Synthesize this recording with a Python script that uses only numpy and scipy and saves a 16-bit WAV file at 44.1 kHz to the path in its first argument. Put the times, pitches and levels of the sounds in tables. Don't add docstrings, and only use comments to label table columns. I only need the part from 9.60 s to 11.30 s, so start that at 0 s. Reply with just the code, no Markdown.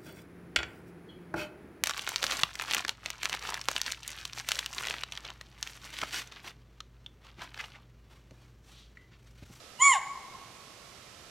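import sys
import numpy as np
from scipy import signal
from scipy.fft import rfft, irfft
from scipy.io import wavfile
from scipy.ndimage import uniform_filter1d

SR = 44100
rng = np.random.default_rng(int(sys.argv[2]) if len(sys.argv) > 2 else 0)


def pcm_store(signal):
    levels = np.round(np.clip(np.atleast_2d(signal), -1, 1) * 32767)
    wavfile.write(sys.argv[1], SR, levels.astype(np.int16).T)


N = 74970
TIME = np.arange(N) / SR
FREQS = np.maximum(np.arange(N // 2 + 1) * SR / N, 1)
JITTER_HZ, FLUTTER_HZ = 190, 85


def deer_yelp():
    # (time [s], pitch [Hz])
    pitch_curve = [(.19, 960), (.2, 977), (.211, 1037), (.223, 1082), (.24, 1122), (.256, 1129),
                   (.28, 1114), (.3, 1076), (.317, 1041), (.33, 971.7), (.345, 888.6), (.36, 782.7),
                   (.385, 649)]
    # (time [s], effort [dB])
    effort_curve = [(.189, -32), (.196, -18), (.21, -7), (.224, -3), (.275, -0.5), (.322, -2.5), (.34, -7),
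                    (.361, -9.5), (.372, -17.5), (.386, -25)]
    hz, = in_time(pitch_curve)
    effort_db, = in_time(effort_curve)
    jitter = .0019 + .014 * hoarseness()
    phase = 2 * np.pi * np.cumsum(hz * (1 + jitter * drift(JITTER_HZ))) / SR
    air = throat_air(phase, effort_db)
    gate = uniform_filter1d(1.0 * sounding(effort_curve), size=256)
    call = (voice(hz, phase, effort_db) + air) * gate + whistle(phase)
    mouth_low_cut = signal.butter(6, 590, "high", fs=SR, output="sos")
    return signal.sosfilt(mouth_low_cut, call + 1e-18)


def voice(hz, phase, effort_db):
    # (base level [dB], swell [dB per dB of effort], flutter [dB])
    low_harmonics = [(-22, 1.09, 2), (-21.5, 1.8, -0.5), (-45, 0.32, 3.5)]
    upper_levels = [-49, -53.5, -46, -47.5, -45, -51]
    # (centre [Hz], half-width [Hz], gain [dB])
    resonances = [(2890, 125, 11), (3540, 135, 8), (4540, 66, -3), (8560, 150, 5)]
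    harmonics = list(low_harmonics) + [(db, 1, 4.5) for db in upper_levels]
    shimmer_db = 1 + 1.2 * hoarseness()
    out = 0
    for k, (db, swell, flutter_db) in enumerate(harmonics, 1):
        throat_db = sum(gain / (1 + ((k * hz - centre) / width) ** 2)
                        for centre, width, gain in resonances)
        wobble_db = shimmer_db * drift(JITTER_HZ) + flutter_db * drift(FLUTTER_HZ)
        out = out + from_db(db + swell * effort_db + throat_db + wobble_db) * np.sin(k * phase)
    return np.sqrt(2) * out


def hoarseness():
    return np.exp(-((TIME - .3494) / .022) ** 2)


def whistle(voice_phase):
    # (time [s], pitch [Hz], level [dB])
    whistle_curve = [(.19, 6850, -74), (.2, 6900, -44.5), (.211, 7190, -40), (.223, 7030, -19),
                     (.235, 7010, -20), (.242, 6850, -27.5), (.258, 6980, -23.5), (.275, 7120, -24.5),
                     (.287, 7165, -29.5), (.325, 7215, -29.5), (.338, 7020, -27.5), (.348, 6950, -56),
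                     (.37, 6900, -66)]
    hz, db = in_time(whistle_curve)
    jitter = .0035 + .0158 * np.exp(-((TIME - .254) / .0184) ** 2)
    phase = 2 * np.pi * np.cumsum(hz * (1 + jitter * drift(360))) / SR
    shimmer_db = 1.66 * drift(260)
    level = from_db(db + shimmer_db) * sounding(whistle_curve)
    tone = np.sin(phase) * (1 + .051 * np.cos(voice_phase))
    difference_tone = from_db(-26) * np.sin(phase - voice_phase)
    return np.sqrt(2) * level * (tone + difference_tone)


def throat_air(voice_phase, effort_db):
    # (frequency [Hz], relative level [dB])
    rasp_spectrum = [(500, -38), (1000, -27), (1450, -19), (1900, 1), (2300, -14), (2600, -9), (2950, -3.5),
                     (3350, -3.5), (3900, -14), (4400, -7.5), (5100, -11.5), (5600, -5.5), (6300, -5),
                     (6800, 3.5), (7350, -2), (7750, 6.5), (8100, -29), (8650, 8.5), (9100, -13),
                     (9650, 1.5), (10250, -13), (11000, -21.5), (13500, -22), (15000, -23)]
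    # (frequency [Hz], relative level [dB])
    hoarse_spectrum = [(700, -42), (1350, -21), (1650, 8), (2000, -8), (2500, -18), (2850, 9), (3100, 7),
                       (3300, 3), (3700, 10.5), (4800, -19), (6100, -10), (7000, -17), (7800, -4),
                       (9000, -24), (10200, -4), (12000, -28)]
    rasp = turbulence(voice_phase, rasp_spectrum) * from_db(-34 + effort_db)
    hoarse_burst = turbulence(voice_phase, hoarse_spectrum) * from_db(-40) * hoarseness()
    return rasp + hoarse_burst


def turbulence(voice_phase, spectrum):
    puffs = rng.standard_normal(N) * (1 + np.cos(voice_phase))
    return rms_one(colour(puffs, in_frequency(spectrum)[0]))


def tree_scatter(delay_s, build_s, db, tilt_db, t60_1k, t60_7k):
    age = np.maximum(TIME - delay_s, 0)
    mid, side = rng.standard_normal((2, N))
    noise = rfft(mid + .1 * side * np.array([[1], [-1]]))
    octaves = np.log2(FREQS / 1000)
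    out = 0
    for octave in range(-1, 5):
        t60 = t60_1k * (t60_7k / t60_1k) ** (octave / np.log2(7))
        envelope = (1 - np.exp(-age / build_s)) * from_db(-60 * age / t60)
        band = irfft(noise * np.maximum(1 - abs(octaves - octave), 0), N)
        out = out + band * envelope / np.sqrt(np.sum(envelope ** 2)) * from_db(db + tilt_db * octave)
    return out


def edge_echoes(smear_s=.02, cutoff_hz=1550):
    # (delay [s], level before the low-pass [dB], left minus right [dB])
    slaps = [(0.073, -11, 2.5), (0.246, -21, 4), (.33, -28, 5.5), (0.438, -26, 3), (0.539, -31, -2.5),
             (0.782, -44, -2), (1.0, -38.5, -3)]
    out = 0
    for delay_s, db, pan_db in slaps:
        burst = rng.standard_normal(N) * np.exp(-abs(TIME - delay_s) / smear_s)
        out = out + burst / np.sqrt(np.sum(burst ** 2)) * from_db(db + pan(pan_db))
    return signal.sosfilt(signal.butter(4, cutoff_hz, fs=SR, output="sos"), out + 1e-18)


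def forest_air():
    # (frequency [Hz], left density [dB], right density [dB], stereo correlation [0-1])
    bed_spectrum = [(20, -101, -90, 1), (49.7, -85.5, -84.5, 0.7), (97, -84, -82, 1),
                    (247, -88.5, -87.5, .75), (417, -88.5, -84.5, 0.88), (700, -92, -83.5, .65),
                    (850, -96, -87.5, 0.45), (1130, -98.5, -85, 0.5), (1300, -86.5, -85, 0.85),
                    (1470, -100, -88, 0.46), (2430, -98.5, -87, 0.7), (5700, -97.5, -89.5, 0.13),
                    (8100, -100.5, -97, 0.49), (11950, -106, -106, 0.89), (15700, -116, -116, 0.41)]
    left_db, right_db, correlation = in_frequency(bed_spectrum)
    mid, side = rfft(rng.standard_normal((2, N)))
    stereo = np.sqrt(1 + correlation) * mid + np.sqrt(1 - correlation) * side * np.array([[1], [-1]])
    return irfft(stereo * from_db([left_db, right_db]), N) * np.sqrt(SR) / 2


def from_db(db):
    return 10 ** (np.asarray(db) / 20)


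def rms_one(x):
    return x / np.sqrt(np.mean(x ** 2) + 1e-20)


def in_time(rows):
    times, *columns = np.transpose(rows)
    return [np.interp(TIME, times, c) for c in columns]


def in_frequency(rows):
    hz, *columns = np.transpose(rows)
    return [np.interp(np.log(FREQS), np.log(hz), c) for c in columns]


def colour(x, db):
    return irfft(rfft(x) * from_db(db), N)


def pan(db):
    return np.array([[.5], [-.5]]) * db


def drift(rate_hz):
    return rms_one(irfft(rfft(rng.standard_normal(N)) * np.exp(-(FREQS / rate_hz) ** 2), N))


def sounding(curve):
    return (TIME > curve[0][0]) & (TIME < curve[-1][0])


def scene():
    # (frequency [Hz], left minus right [dB])
    call_balance = [(1000, -4.3), (2200, -2.6), (4000, -.4), (7000, -.1)]
    call = deer_yelp()
    direct = colour(call, pan(in_frequency(call_balance)[0]))
    near = tree_scatter(delay_s=-.3556, build_s=-.42, db=-9.5, tilt_db=-1.34, t60_1k=.48, t60_7k=.37)
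    far = tree_scatter(delay_s=-.53, build_s=.2, db=-16.5, tilt_db=-3.5, t60_1k=2.1, t60_7k=1.1)
    forest_response = near + far + edge_echoes()
    reverb = signal.fftconvolve(call[None], forest_response, axes=1)[:, :N]
    return direct + reverb + forest_air()


def record(dry):
    return signal.sosfilt(signal.ellip(10, .1, 80, 15150, fs=SR, output="sos"), dry)


dry = scene()
out = record(dry)
pcm_store(out)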